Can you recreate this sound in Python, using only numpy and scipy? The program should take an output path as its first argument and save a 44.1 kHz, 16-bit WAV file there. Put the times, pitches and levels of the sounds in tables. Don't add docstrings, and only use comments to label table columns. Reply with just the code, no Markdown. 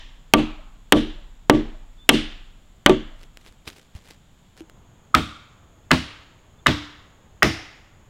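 import sys
import numpy as np
from scipy import signal
from scipy.fft import rfft, irfft
from scipy.io import wavfile

SR = 44100
rng = np.random.default_rng(int(sys.argv[2]) if len(sys.argv) > 2 else 0)


def put_to_file(sound):
    columns = np.atleast_2d(sound).T
    safe = np.clip(columns, -1, 1)
    whole_steps = np.round(safe * 32767)
    wavfile.write(sys.argv[1], SR, whole_steps.astype(np.int16))


N = 356769

# t/s, crack level/dB, peg level/dB, favoured peg f/Hz, beam level/dB, favoured beam f/Hz
NEAR_BLOWS = [(-0.27, 4, -2.5, 2000, 2, 300), (0.3372, -5, 1.5, 1131, 2, 307),
              (0.9226, -3, -11.5, 400, 3, 298.3), (1.4975, -8, -2, 349, 3.5, 298),
              (2.0911, 1, -0.5, 2914, 2, 272), (2.8615, -5.5, -3, 2710, -9.5, 338.5)]
# f/Hz, level/dB, t60/s
NEAR_ECHO_BANDS = [(100, -20.5, 1), (450, -14.5, 0.53), (1020, -22, 0.98), (2060, -16.5, 0.71),
                   (3400, -11.5, 0.68), (4870, -11, 0.65), (8000, -13, 0.38), (15000, -9, 0.12)]
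def close_blows(echo_db=1, late_s=0.23):
    out = np.zeros(N)
    for s, crack_db, peg_db, peg_hz, beam_db, beam_hz in NEAR_BLOWS:
        strike = peg_strike(crack_db, peg_db, peg_hz)
        beam = beam_boom(beam_hz, favour_db=5.5, octaves=0.18)
        echo = trees(strike, NEAR_ECHO_BANDS, rise_s=0.029, early_db=12, early_s=.09, patchy_db=0.73)
        add(out, s, strike)
        add(out, s, gain_of(beam_db) * swell(beam, rise_s=0.0011))
        add(out, s, gain_of(echo_db) * echo)
        add(out, s + late_s, late_echo(strike))
    return out


# f/Hz, level/dB, t60/s
PEG_MODES = [(299, 1, 0.075), (516, -1.5, 0.028), (899, 1.5, 0.038), (1179, 3, .04), (1158, 2, 0.052),
             (1360, -2.5, 0.017), (1480, 4, 0.014), (1860, 4.5, 0.015), (2157, 1.5, .03),
             (2640, 1.5, 0.0099), (3090, -4.5, 0.005)]
CRACK_BANDS = [(201, 9, 0.19), (625, 16.5, 0.11), (1210, 15.5, 0.064), (2200, 16.5, 0.037),
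               (3250, 20.5, 0.042), (4444, 6, .03), (8500, 3.5, 0.016), (15000, -8.5, 0.012)]
def peg_strike(crack_db, peg_db, peg_hz, even_db=-3, tilt_per_db=0.58, dullest_tilt=-2.2):
    tilt = max(tilt_per_db * (crack_db - even_db), dullest_tilt)
    strike = gain_of(peg_db) * timber(PEG_MODES, peg_hz, favour_db=7, octaves=.3)
    add(strike, 0, gain_of(crack_db) * burst(CRACK_BANDS, tilt))
    return strike


# f/Hz, level/dB, t60/s
BEAM_MODES = [(24, -26, 1.3), (37.7, -40, 2.6), (73, -26.5, 0.41), (106, -26.5, 0.18), (142, -19.5, 0.32),
              (183, -18.5, 0.2), (223.8, -11.5, .3), (256.4, -14.5, 0.22), (284.7, -8.5, 0.17),
              (307.6, -11, .28), (372, -8.5, 0.16), (480, -17, 0.17), (583, -16.5, 0.18),
              (632, -15.5, 0.16), (915, -18, 0.12), (1145, -15.5, 0.13)]
BEAM_BANDS = [(60, -6, 0.21), (170, 2, 0.17), (322, 4, 0.33), (590, -1.5, 0.064), (1212.5, -6.5, 0.083),
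              (2500, -17, 0.14), (9000, -47.5, .05)]
def beam_boom(favoured_hz, favour_db, octaves, rattle_db=0):
    beam = timber(BEAM_MODES, favoured_hz, favour_db, octaves)
    add(beam, 0, gain_of(rattle_db) * burst(BEAM_BANDS))
    return beam


# t/s, click level/dB, beam level/dB, favoured beam f/Hz
MALLET_DROP = (2.8949, -24, -2.5, 374)
# f/Hz, level/dB, t60/s
KNOCK_MODES = [(338, -8, .045), (600, -17, .05), (1180, -10.5, .04)]
def rebound():
    s, click_db, beam_db, beam_hz = MALLET_DROP
    out = np.zeros(N)
    beam = beam_boom(beam_hz, favour_db=8.5, octaves=.2, rattle_db=-2)
    add(out, s, gain_of(click_db) * burst(CRACK_BANDS))
    add(out, s, swell(ring(KNOCK_MODES), rise_s=.001))
    add(out, s, gain_of(beam_db) * swell(beam, rise_s=.0012))
    return out


# t/s, mallet level/dB, peg f/Hz, peg level/dB, favoured frame f/Hz
DISTANT_BLOWS = [(5.1420, -11, 1272, 1, 224), (5.9072, 2, 1736, -10, 253), (6.6610, 4, 1750, -8.5, 293),
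                 (7.4225, 5, 1914, -3.5, 334.7)]
# f/Hz, level/dB, t60/s
MALLET_MODES = [(632, -22, 0.055), (1219, -8.5, 0.031), (1468, -12.5, 0.024), (1642, -21.5, 0.063),
                (2040, -11.5, .05), (3000, -33, .04), (3100, -20.5, 0.031)]
SNAP_BANDS = [(200, -9, 0.083), (720, -5, 0.073), (1517, 11, 0.015), (3050, 0.5, 0.021),
              (5640, -6.5, 0.015), (9030, -15.5, 0.0084), (15000, -22.5, 0.0032)]
FRAME_MODES = [(59.4, -29.5, 0.42), (75.4, -20.5, 0.37), (104.1, -23, 0.4), (143, -19.5, 0.2),
               (162.4, -22, 0.27), (219, -28.5, 0.33), (254.4, -16.5, 0.22), (295.3, -28, 0.46),
               (326.1, -23.5, 0.32), (401, -30.5, 0.075), (624, -18.5, 0.16), (804, -27, 0.14)]
FRAME_BANDS = [(47, -5, 0.075), (149, 7, 0.23), (320, 10, 0.15), (602, 0, 0.14), (1200, -1, 0.14),
               (3050, 9.5, 0.055), (9000, -21, 0.034)]
DISTANT_ECHO_BANDS = [(98.5, 17.5, 0.4), (500, -1.5, 0.76), (981, -7, 0.98), (1730, -7, 0.93),
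                      (3360, 4, 0.8), (5510, 3, 0.69), (9030, 2, 0.57), (15000, 6, 0.32)]
def far_blows(snap_delay_s=.0075, snap_db=1.58, frame_follows=0.096, echo_follows=0.2):
    out = np.zeros(N)
    for s, mallet_db, peg_hz, peg_db, favoured_hz in DISTANT_BLOWS:
        head = gain_of(mallet_db) * ring(MALLET_MODES)
        peg = ring([(peg_hz, peg_db, 0.06)])
        overtone = ring([(2.7 * peg_hz, peg_db - 9, 0.015)])
        strike = swell(head + peg, rise_s=0.0017)
        add(strike, snap_delay_s, gain_of(snap_db) * burst(SNAP_BANDS) + overtone)
        frame = timber(FRAME_MODES, favoured_hz, favour_db=9.5, octaves=.1)
        add(frame, 0, burst(FRAME_BANDS))
        add(out, s, strike)
        add(out, s, gain_of(mallet_db - 26) * burst(SNAP_BANDS, tilt=-2))
        echo = trees(strike, DISTANT_ECHO_BANDS, rise_s=0.0065, early_db=8, early_s=0.1, patchy_db=0.47)
        add(out, s, gain_of(frame_follows * mallet_db) * swell(frame, rise_s=0.018))
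        add(out, s, gain_of(echo_follows * mallet_db) * echo)
    return out


def trees(x, bands, rise_s, early_db, early_s, patchy_db):
    t = seconds(SR)
    clumps = np.interp(t, np.linspace(0, 1, 160), rng.standard_normal(160))
    echoes = irfft(rfft(burst(bands)) * spread(x), SR) / np.sqrt(SR)
    level_db = early_db * np.exp(-t / early_s) + patchy_db * clumps
    fade = np.minimum(10 * (1 - t), 1)
    return swell(echoes, rise_s) * gain_of(level_db) * fade


def late_echo(x, db=-40, hz=620, width_hz=70):
    band = bell(np.arange(SR // 2 + 1), hz, width_hz)
    smear = np.hanning(2400) * rng.standard_normal(2400) / np.sqrt(900)
    return gain_of(db) * irfft(rfft(x, SR) * band * rfft(smear, SR), SR)


# peak t/s, level/dB, rise/s
FOOTSTEPS = [(3.235, -56, 0.048), (3.477, -49, 0.033), (3.678, -34.5, 0.0065), (3.778, -51.5, 0.012),
             (3.96, -48.5, 0.0053), (4.108, -46, 0.037), (4.585, -51, 0.011)]
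# t/s, level/dB
TWIG_SNAPS = [(3.2320, -32.5), (3.3724, -28.5), (3.7013, -26.5), (4.576, -35), (4.6979, -33)]
# t/s, level/dB, f/Hz, t60/s
FOOTFALLS = [(3.672, -34, 83.5, 0.058), (3.951, -23.5, 73, 0.056), (4.606, -29.5, 324, 0.097)]
# f/Hz, level/dB
LEAF_SPECTRUM = [(100, 2), (400, 8), (1000, 0), (3000, 2.5), (6000, -5), (10000, -11), (16000, -19.5)]
def feet(grain_db=6.5, ticks_per_step=2, tick_spread_s=0.036, tick_db=-42.5, contact_db=-33):
    pressure = sum(tread(*step) for step in FOOTSTEPS)
    grain_starts = np.arange(0, N, 40)
    grains = rng.standard_normal(len(grain_starts)).clip(-2, 2.3)
    crackle = rng.standard_normal(N) * gain_of(grain_db * np.interp(np.arange(N), grain_starts, grains))
    out = colour(crackle * pressure, LEAF_SPECTRUM) / np.std(colour(crackle, LEAF_SPECTRUM))
    for s, _, _ in FOOTSTEPS:
        for offset in rng.standard_normal(ticks_per_step):
            add(out, s + tick_spread_s * offset, tick(tick_db))
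    for s, db in TWIG_SNAPS:
        add(out, s, tick(db))
    for s, db, hz, t60 in FOOTFALLS:
        add(out, s, tick(contact_db))
        add(out, s, swell(ring([(hz, db, t60)]), rise_s=0.0019))
    return out


def tread(s, db, rise_s, lift_s=0.015, settle_db=-17.5, settle_s=0.085):
    t = seconds(N) - s
    before, after = np.maximum(-t, 0), np.maximum(t, 0)
    release = np.exp(-after / lift_s) + gain_of(settle_db) * np.exp(-after / settle_s)
    return gain_of(db) * np.exp(-before / rise_s) * release


def tick(db, decay_s=0.00081):
    noise = colour(rng.standard_normal(2048), LEAF_SPECTRUM)
    return gain_of(db) * noise * np.exp(-seconds(2048) / decay_s)


# t/s, length/s, f/Hz, level/dB
BIRD_NOTES = [(1.955, .13, 3550, -52), (6.58, .03, 3500, -59)]
def bird(waver_hz=30, glide_hz=140):
    out = np.zeros(N)
    for s, length, pitch_hz, db in BIRD_NOTES:
        count = round(length * SR)
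        waver = np.interp(np.linspace(0, 1, count), np.linspace(0, 1, 12), rng.standard_normal(12))
        note_hz = pitch_hz + waver_hz * waver + glide_hz * np.linspace(-.5, .5, count)
        add(out, s, gain_of(db) * np.hanning(count) * np.sin(2 * np.pi * np.cumsum(note_hz) / SR))
    return out


# f/Hz, width/Hz, level/dB per Hz
NEAR_CHORUSES = [(3380, 370, -102), (6830, 270, -104), (7460, 420, -104)]
DISTANT_CHORUSES = [(3310, 320, -102), (6720, 280, -101), (7330, 420, -105)]
def insects():
    buzz, hz = rfft(white_noise()), np.fft.rfftfreq(N, 1 / SR)
    places = []
    for choruses in NEAR_CHORUSES, DISTANT_CHORUSES:
        spectrum = sum(gain_of(db) * bell(hz, centre, width) for centre, width, db in choruses)
        places.append(irfft(buzz * spectrum, N))
    return change_place(*places)


# f/Hz, level/dB per Hz
NEAR_AIR = [(25, -75), (100, -79), (200, -83), (400, -94), (1000, -96.5), (2000, -102), (3400, -102),
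            (5000, -110), (10000, -116), (16000, -118)]
DISTANT_AIR = [(25, -75.5), (100, -75.5), (200, -83.5), (400, -89.5), (1000, -92.5), (2000, -101),
               (3400, -104), (5000, -112), (10000, -117), (16000, -118)]
def air():
    return change_place(colour(white_noise(), NEAR_AIR), colour(white_noise(), DISTANT_AIR))


def change_place(near, distant, move_s=4.6):
    return np.where(seconds(N) < move_s, near, distant)


def timber(modes, favoured_hz, favour_db, octaves):
    struck = [(hz, db + favour_db * np.exp(-(np.log2(hz / favoured_hz) / octaves) ** 2), t60)
              for hz, db, t60 in modes]
    return ring(struck, count=2 * SR)


def ring(modes, count=SR):
    t = seconds(count)
    return sum((-1) ** k * gain_of(db - 60 * t / t60) * np.sin(2 * np.pi * hz * t)
               for k, (hz, db, t60) in enumerate(modes))


def burst(bands, tilt=0):
    t, hz = seconds(SR), np.fft.rfftfreq(SR, 1 / SR)
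    centres, dbs, t60s = np.transpose(bands)
    octaves = np.log2(np.maximum(hz, 500) / 2000)
    spectrum = gain_of(read(np.c_[centres, dbs], hz) + tilt * octaves)
    noise, out = rfft(rng.standard_normal(SR)), np.zeros(SR)
    for this_band, t60 in zip(np.eye(len(bands)), t60s):
        band = spectrum * read(np.c_[centres, this_band], hz)
        decay = gain_of(-60 * t / t60)
        part = irfft(noise * band, SR) * decay
        energy = np.mean(band ** 2) * np.sum(decay ** 2)
        out += part * np.sqrt(energy / np.sum(part ** 2))
    return out


def swell(x, rise_s):
    return x * (1 - np.exp(-(seconds(len(x)) / rise_s) ** 2))


def spread(x, octaves=0.1, least_hz=40):
    energy, hz = np.cumsum(abs(rfft(x, SR)) ** 2), np.arange(SR // 2 + 1)
    reach = least_hz + octaves * hz
    nearby = np.interp(hz + reach, hz, energy) - np.interp(hz - reach, hz, energy)
    return np.sqrt(abs(nearby) / (2 * reach))


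def colour(x, points):
    hz = np.fft.rfftfreq(len(x), 1 / SR)
    return irfft(rfft(x) * gain_of(read(points, hz)), len(x))


def read(points, hz):
    f, value = np.transpose(points)
    return np.interp(np.log(hz + 1), np.log(f + 1), value)


def add(mix, s, sound):
    at = round(s * SR)
    sound = sound[max(-at, 0):]
    part = mix[max(at, 0):][:len(sound)]
    part += sound[:len(part)]


def white_noise():
    return rng.standard_normal(N) * np.sqrt(SR / 2)


def bell(hz, centre, width):
    return np.exp(-.5 * ((hz - centre) / width) ** 2)


def gain_of(db):
    return 10 ** (np.asarray(db) / 20)


def seconds(count):
    return np.arange(count) / SR


def scene():
    return (close_blows() + rebound() + far_blows() + feet() + air() + insects() + bird())[None]


def record(dry, threshold_db=-1, most_db=16, recovery_db_per_s=340, attack_s=.003, edge_hz=16100):
    over_db = np.clip(20 * np.log10(abs(dry[0]) + 1e-9) - threshold_db, 0, most_db)
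    fall_db = seconds(N) * recovery_db_per_s
    held_db = np.maximum.accumulate(over_db + fall_db) - fall_db
    pole = np.exp(-1 / (attack_s * SR))
    duck_db = signal.lfilter([1 - pole], [1, -pole], held_db)
    clipped = np.clip(dry * gain_of(-duck_db), -1, 1)
    lowpass = signal.firwin(161, edge_hz, window=("kaiser", 9), fs=SR)
    return signal.oaconvolve(clipped, lowpass[None], "same")


dry = scene()
out = record(dry)
put_to_file(out)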